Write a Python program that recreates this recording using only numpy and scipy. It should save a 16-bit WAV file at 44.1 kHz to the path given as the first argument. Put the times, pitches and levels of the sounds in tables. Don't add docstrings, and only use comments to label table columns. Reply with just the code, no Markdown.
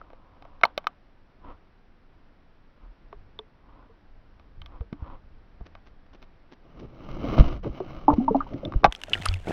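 import sys
import numpy as np
from scipy import signal
from scipy.fft import rfft, irfft
from scipy.io import wavfile
from scipy.ndimage import uniform_filter1d, minimum_filter1d

SR = 44100
rng = np.random.default_rng(int(sys.argv[2]) if len(sys.argv) > 2 else 0)


def unload_wav(signal):
    wavfile.write(
        sys.argv[1],
        SR,
        np.round(np.clip(np.atleast_2d(signal).T, -1, 1) * 32767).astype(np.int16),
    )


N = 419832
TIME = np.arange(N) / SR
RING = TIME[:SR // 2]

# frequency in Hz, gain in dB.
WASH_EQ = [(65, -34.5), (110, -4.5), (286, -4), (457, -10), (490, -8.5), (594, -10.5), (636, -10),
           (798, -11.5), (1020, -13), (1520, -15), (5490, -33), (7000, -49), (9100, -80.5), (15400, -120)]
SWAY_EQ = [(8.8, -29.5), (15, 5), (29, -4.5), (92, -16), (134, -22), (168, -29), (200, -22.5), (260, -46),
           (440, -120)]
CRACK_EQ = [(120, -15), (400, -13), (700, 0), (1400, -0.5), (2000, -0.5), (4000, -9), (6000, -14),
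            (15000, -25.5)]
TAIL_EQ = [(200, -4.5), (450, -9), (750, -0.5), (1300, -6), (1800, -16.5), (4000, -26)]
RUB_EQ = [(110, -43), (180, -17), (292, -1.5), (392, -15.5), (541, -7.5), (645, -16), (694, -10.5),
          (891, -11.5), (987, -5), (1450, -17), (1580, -26), (3150, -31.5), (6000, -56.5), (7800, -78.5),
          (13200, -120)]
GRAZE_EQ = [(100, -4.5), (300, 9.5), (700, -2), (1300, -5), (3000, -10.5), (5800, -20.5), (6800, -20)]
GRIT_EQ = [(580, -2.5), (900, -9.5), (1200, -2), (1500, -14), (1850, -22.5), (2150, -13), (2500, -19),
           (3020, -14), (3450, -26), (3950, -22.5), (4500, -29.5), (6200, -29.5), (15000, -17)]
SHUDDER_EQ = [(29, -38), (50, -6.5), (128, 3.5), (203, -2.5), (241, -4.5), (322, -0.5), (420, -12.5),
              (542, -11.5), (900, -30), (1170, -78), (1980, -120)]
FIZZ_EQ = [(700, 3), (1200, -3.5), (1800, -5), (3000, -4.5), (4500, -14.5), (8000, -17.5), (12000, -28.5),
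           (16000, -37)]
SLOSH_EQ = [(24, -29.5), (40, -3.5), (92, -7.5), (161, -1), (413, -3.5), (568, -6.5), (692, -5.5),
            (1190, -27), (1500, -47), (1950, -52), (3300, -120)]
SPLASH_EQ = [(500, -4.5), (1200, -4.5), (3000, -1), (6000, -12), (10000, -20), (15000, -36)]

# peak time and half-width in seconds, level in dB.
SURGES = [(3.2, .12, -52.5), (4.62, 0.06, -45.5), (5.3, 0.98, -54), (6.85, 0.073, -50), (7.17, 0.059, -40),
          (7.57, .06, -35.5), (8.25, 0.4, -41.5), (9.32, 0.16, -43)]
# pitch in Hz, level in dB, 60 dB decay time in seconds.
SHELL_MODES = [(403.2, -21.5, 0.012), (575.6, -10, 0.021), (688.4, -5.5, 0.036), (946, -4, .02),
               (1150, -7.5, 0.047), (1283, -5, .02), (1543, -9.5, 0.025), (2174, -8.5, 0.018),
               (2521, -10, 0.016), (3046, -15.5, 0.023), (3590, -11, .011), (4100, -10.5, 0.0063),
               (5220, -17, 0.0043)]
# start in seconds, level in dB, the ice's note in Hz,
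# that note against the shell in dB, tilt in dB per octave.
KNOCKS = [(.014, -44, 1285, 14, -24), (.102, -44, 564, -4, -1), (.132, -42, 517, 6.5, -2.5),
          (.423, -41, 760, 4.5, 4), (.451, -34, 745, -27, -7.5), (.612, -33.5, 915, -4, 1),
          (.6341, -4, 2120, -3, -6.5), (.6348, -5.5, 1330, 2, 1), (0.6369, -11.5, 2170, 9.5, -5.5),
          (0.6517, -17.5, 910, 10, -5.5), (0.6524, -19, 4320, -1.5, 13.5), (.777, -13.5, 593, -1.5, 8),
          (.842, -36.5, 1240, -12, -2), (0.8691, -15, 1230, 8, 6.5), (3.127, -32, 1083, -3.5, -5),
          (3.3895, -34, 3500, 11.5, -1.5), (3.391, -46, 945, 14.5, -6), (4.396, -45.5, 600, -11, 2),
          (4.617, -36, 3120, .5, 4.5), (4.66, -36.5, 3340, -3, 6.5), (4.808, -37, 500, -13, -3),
          (4.928, -33, 399, -8, 1), (5.608, -40, 416, 0.5, -9), (5.751, -35.5, 690, -6, 1),
          (6.226, -39, 630, -16, 6.5), (7.378, -15, 590, -5.5, -9), (7.384, -26.5, 455, -1, 7),
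          (7.644, -28, 390, -15, -7.5), (7.663, -34.5, 323, 6, -4), (7.802, -23.5, 580, -3, -14.5),
          (8.651, -33.5, 3550, 11, 5), (8.722, -35, 1170, 10.5, 1), (8.737, -31, 1190, 6.5, -4),
          (8.834, -21.5, 1110, .5, -29), (8.8429, -2, 1183, 2, 1), (8.846, 0, 730, 9, -1.5),
          (8.853, -10, 1150, -15, -0.5), (8.861, -9.5, 1180, -8, -7.5)]
# peak time and half-width in seconds, level in dB.
RUBS = [(.03, 0.084, -59.5), (.42, 0.33, -60), (1.49, 0.05, -46), (2.83, 0.051, -61), (3.77, 0.12, -56.5),
        (4.74, 0.055, -53), (5.07, 0.064, -49), (5.14, 0.036, -53)]
# peak time and half-width in seconds, pitch in Hz, level in dB.
FLEXES = [(2.873, 0.05, 36.9, -40), (4.63, 0.056, 62, -43.5), (9.193, 0.087, 95.6, -37.5),
          (9.329, 0.049, 90.3, -23)]
# start in seconds, pitch in Hz, level in dB, 60 dB decay time in seconds.
BUBBLES = [(3.127, 402, -38.5, 0.07), (3.389, 430, -35, 0.099), (3.895, 451, -48, .11),
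           (4.812, 457, -37.5, 0.082), (4.933, 285, -36, 0.11), (7.8015, 374, -19, 0.081),
           (8.08, 874, -0.5, 0.055), (8.08, 290.5, -9.5, 0.19), (8.082, 615, -16.5, 0.043),
           (8.1, 617, -7.5, 0.022), (8.101, 1003, -5.5, 0.018), (8.127, 866, -16.5, 0.041),
           (8.18, 229, -3.5, 0.067), (8.2, 736, -30.5, .11), (8.203, 265, -20.5, 0.31),
           (8.279, 913, -7, 0.047), (8.279, 276, -21.5, 0.18), (8.305, 203, -11.5, 0.057),
           (8.307, 440, -13.5, 0.086), (8.3455, 804, -2, 0.016), (8.347, 271, -12, 0.15),
           (8.352, 670, -7, 0.025), (8.404, 1204, -14.5, 0.039), (8.465, 944, -32, 0.034),
           (8.538, 278, -11.5, 0.026), (8.631, 543, -21.5, 0.044), (8.845, 828, 0, 0.042)]
# start in seconds, pitch in Hz, level in dB.
THUMPS = [(4.807, 58, -13.5), (4.927, 195, -14), (5.023, 63, -16), (5.61, 44.7, -23), (5.612, 160, -29),
          (7.395, 44, 9), (7.405, 101, 2), (7.453, 35.6, -8.5), (7.697, 47, -16.5), (8.135, 71, -7),
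          (8.757, 39, -3.5), (8.761, 127, -13.5), (8.877, 39.3, -11.5), (9.201, 143, -19),
          (9.286, 37.2, -8.5)]
# peak time and half-width in seconds, level in dB.
GRAZES = [(5.665, 0.011, -50), (5.871, 0.014, -54), (6.145, 0.012, -48.5), (6.23, .013, -52.5),
          (6.53, 0.013, -50.5), (6.801, 0.01, -46), (7.04, .01, -49), (7.487, .004, -38),
          (7.531, 0.0036, -40), (8.138, 0.0062, -35), (8.362, 0.007, -41.5), (8.54, .005, -41)]
# time in seconds, contact level in dB.
DRAG = [(6.6, -80.5), (6.602, -82), (6.842, -66), (6.874, -73.5), (7.354, -48.5), (7.404, -37), (7.42, -47),
        (7.572, -60.5), (7.6, -73)]
# peak time in seconds, level in dB.
CATCHES = [(6.835, -45.5), (7.249, -36), (7.668, -33), (8.125, -26.5), (8.543, -33.5), (8.669, -32),
           (8.742, -36.5), (8.857, -28)]
# start in seconds, pitch in Hz, level in dB, splash trim in dB.
DROPS = [(8.924, 3280, -24, 7), (8.95, 3270, -25, 1), (8.961, 5540, -37, 0), (9.0154, 2980, -33, 5),
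         (9.0356, 2800, -26, 11), (9.083, 616, -37, -15), (9.097, 6130, -32.5, 5), (9.1334, 3060, -7, -28),
         (9.136, 2806, -8.5, -14), (9.143, 2940, -15.5, -13), (9.153, 1870, -23.5, -18),
         (9.179, 1840, -36, -6), (9.222, 1990, -33, 7.5), (9.2553, 1350, -31.5, 18.5),
         (9.2579, 9560, -10.5, -1), (9.2615, 1244, -17, -4), (9.2865, 4640, -14.5, -11),
         (9.2878, 3260, -20, -14), (9.34, 2560, -25.5, 4.5)]
# peak time and half-width in seconds, fizz and slosh in dB.
WAVELETS = [(9.142, 0.033, -50.5, -42), (9.248, 0.1, -45.5, -53.5), (9.501, 0.032, -42, -28.5)]


def undb(db):
    return 10 ** (np.asarray(db) / 20)


def unit(x):
    return x / np.sqrt(np.mean(x ** 2))


def add(out, s, sound):
    i = max(int(s * SR), 0)
    out[i:i + len(sound)] += sound[:len(out) - i]


def fade(t60):
    return np.exp(-np.log(1000) * RING / t60)


def colour(x, eq):
    hz, db = np.transpose(eq)
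    octave = np.log2(np.maximum(np.fft.rfftfreq(len(x), 1 / SR), 1))
    knots = np.log2(hz)
    beyond = np.abs(octave - np.clip(octave, knots[0], knots[-1]))
    gain = undb(np.interp(octave, knots, db) - 48 * beyond)
    return unit(irfft(rfft(x) * gain, len(x)))


def noise(eq, samples=len(RING)):
    return colour(rng.standard_normal(samples), eq)


def walk(rate):
    step = int(SR / rate)
    stairs = np.repeat(rng.standard_normal(N // step + 1), step)
    return unit(uniform_filter1d(stairs, step)[:N])


def grains(rate, spread_db):
    size = undb(spread_db * np.minimum(rng.exponential(size=N), 4))
    return (rng.random(N) < rate / SR) * size * rng.standard_normal(N)


def swells(rows):
    out = np.zeros(N)
    for s, width, db in rows:
        near = slice(*np.searchsorted(TIME, [s - 4 * width, s + 4 * width]))
        out[near] += undb(db) * np.exp(-((TIME[near] - s) / width) ** 2)
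    return out


def drag_contact(lag_s=0):
    return undb(np.interp(TIME - lag_s, *np.transpose(DRAG), left=-120, right=-120))


def river(wash_db=-62.5, waver_db=0.62, calm_db=-56.5, stir_db=17, surge_db=2):
    wash = noise(WASH_EQ, N) * undb(wash_db - waver_db * walk(2.9))
    stirred = undb(stir_db) * drag_contact(lag_s=0.069)
    pressure = undb(calm_db) + swells(RUBS) + stirred + undb(surge_db) * swells(SURGES)
    return wash + noise(SWAY_EQ, N) * pressure * undb(walk(20))


def crumbs(count, loudest_db=-51.5, spread_db=6.5, low_hz=500, high_hz=1220):
    return [(when * TIME[-1], loudest_db - spread_db * weak, low_hz * (high_hz / low_hz) ** pitch, 0, 0)
            for when, weak, pitch in rng.random((count, 3))]


def knocks(attack_s=0.00048, crack_db=-17, crack_t60=0.019, tail_db=-42, tail_t60=0.23):
    out = np.zeros(N)
    mode_hz, mode_db, _ = np.transpose(SHELL_MODES)
    modes = np.array([(-1) ** k * np.sin(2 * np.pi * hz * RING) * fade(t60)
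                      for k, (hz, _, t60) in enumerate(SHELL_MODES)])
    for s, db, note_hz, note_db, tilt in KNOCKS + crumbs(count=6):
        shell = undb(mode_db + tilt * np.log2(mode_hz / note_hz)) @ modes
        note_t60 = 0.019 * (1000 / note_hz) ** 0.27
        note = undb(note_db) * np.cos(2 * np.pi * note_hz * RING) * fade(note_t60)
        ring = (shell / np.abs(shell).max() + note) * (1 - np.exp(-RING / attack_s))
        tilted_eq = [(hz, gain_db + tilt * np.log2(hz)) for hz, gain_db in CRACK_EQ]
        crack = undb(crack_db) * noise(tilted_eq) * fade(crack_t60)
        tail = undb(tail_db + 0.6 * db) * noise(TAIL_EQ) * fade(tail_t60)
        add(out, s, undb(db) * (ring + crack) + tail)
    return out


def finger_rubs():
    return swells(RUBS) * colour(grains(rate=8300, spread_db=4), RUB_EQ)


def case_flex():
    return sum(swells([(s, width, db)]) * np.sin(2 * np.pi * hz * TIME) for s, width, hz, db in FLEXES)


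def bubbles(glide=0.036, wobble=0.035, gush_db=-18, gush_t60=0.095, hang=1.05):
    out = np.zeros(N)
    for s, hz, db, t60 in BUBBLES:
        waver = wobble * noise([(30, -12), (110, 4.5)])
        rise = glide * np.minimum(RING / t60, 1)
        phase = 2 * np.pi * np.cumsum(hz * (1 + rise + waver)) / SR
        note = np.sin(phase) * np.exp(-np.log(1000) * (RING / t60) ** hang)
        gush = undb(gush_db) * noise([(hz * 0.67, -5), (hz, 0), (hz * 1.22, -5)]) * fade(gush_t60)
        attack_s = 0.0019 * np.sqrt(1000 / hz)
        add(out, s, undb(db) * (note + gush) * (1 - np.exp(-(RING / attack_s) ** 2)))
    return out


def thumps(attack_cycles=0.19, decay_cycles=2.92):
    out = np.zeros(N)
    for s, hz, db in THUMPS:
        envelope = (1 - np.exp(-RING * hz / attack_cycles)) * fade(decay_cycles / hz)
        add(out, s, undb(db) * np.sin(2 * np.pi * hz * RING) * envelope)
    return out


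def grazes():
    return swells(GRAZES) * colour(grains(rate=1100, spread_db=2), GRAZE_EQ)


def gurgle(low_hz, high_hz, cycles, count):
    out = np.zeros(N)
    for when, pitch, strength in rng.random((count, 3)):
        hz = low_hz * (high_hz / low_hz) ** pitch
        t = RING[:int(SR * cycles / hz)]
        envelope = np.exp(-np.log(1000) * t * hz / cycles) * (1 - np.exp(-t * hz))
        note = np.sin(2 * np.pi * hz * t * (1 + t))
        add(out, when * TIME[-1], (0.6 + strength ** 3) * note * envelope)
    return unit(out)


def scraping(slide_start_s=7.63, slide_end_s=8.82, fade_db_per_s=4, crackle_db=-10, churn_db=-7):
    drag = drag_contact()
    sliding = (TIME > slide_start_s) * (TIME < slide_end_s)
    slide = sliding * undb(-62 - fade_db_per_s * (TIME - slide_start_s))
    judders = swells([(s, 0.023, db) for s, db in CATCHES])
    grit_gain = (undb(11) * drag + undb(12) * slide) * undb(1.74 * walk(25))
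    shudder_gain = undb(19) * drag + undb(17) * slide + judders
    slips = grains(rate=5000, spread_db=2.5) * undb(walk(90))
    crackle = undb(crackle_db) * unit(grains(rate=70, spread_db=2))
    churn = undb(churn_db) * gurgle(low_hz=200, high_hz=708, cycles=28, count=800)
    grit = colour(unit(slips) + crackle, GRIT_EQ)
    shudder = colour(slips, SHUDDER_EQ)
    return grit_gain * grit + shudder_gain * (shudder + churn)


def wavelets(surface_s=8.91, calm_fizz_db=-58, calm_slosh_db=-58.5):
    fizz_gain = undb(calm_fizz_db) + swells([(s, width, db) for s, width, db, _ in WAVELETS])
    slosh_gain = undb(calm_slosh_db) + swells([(s, width, db) for s, width, _, db in WAVELETS])
    foam = undb(-2) * gurgle(low_hz=1284, high_hz=3600, cycles=65, count=2200)
    hiss = undb(-3) * colour(grains(rate=1700, spread_db=1), FIZZ_EQ)
    slosh = colour(grains(rate=1100, spread_db=4.5), SLOSH_EQ)
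    return (TIME > surface_s) * (fizz_gain * (foam + hiss) + slosh_gain * slosh)


def drops(attack_s=0.00037, decay_cycles=21.2, splash_db=-6, splash_t60=0.011):
    out = np.zeros(N)
    for s, hz, db, trim_db in DROPS:
        ping = 2 * np.sin(2 * np.pi * hz * RING) * fade(decay_cycles / hz)
        splash = undb(splash_db + trim_db) * noise(SPLASH_EQ) * fade(splash_t60)
        add(out, s, undb(db) * (ping + splash) * (1 - np.exp(-RING / attack_s)))
    return out


def scene(muffle_hz=6000, top_hz=13000, top_band_db=-28, snap_db=-22, edge_db=-8):
    muffle = signal.butter(18, muffle_hz, fs=SR, output="sos")
    treble = signal.butter(8, muffle_hz, "highpass", fs=SR, output="sos")
    top = signal.butter(8, top_hz, "highpass", fs=SR, output="sos")
    blows = knocks() + 1e-18
    submerged = blows + bubbles() + thumps() + case_flex() + scraping() + grazes() + finger_rubs()
    submerged += river()
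    top_band = signal.sosfilt(top, undb(top_band_db) * submerged + undb(edge_db) * blows)
    snap = undb(snap_db) * signal.sosfilt(treble, blows)
    return (signal.sosfilt(muffle, submerged) + top_band + snap + wavelets() + drops())[None]


def record(dry, hiss_db=-97, hold_s=0.0014, cutoff_hz=16300):
    x = dry + undb(hiss_db) * rng.standard_normal(dry.shape)
    hold = int(hold_s * SR)
    reduction = 1 / np.maximum(np.abs(x), 1)
    gain = uniform_filter1d(minimum_filter1d(reduction, hold), hold)
    lowpass = signal.ellip(8, .2, 70, cutoff_hz, fs=SR, output="sos")
    return signal.sosfilt(lowpass, x * gain)


dry = scene()
out = record(dry)
unload_wav(out)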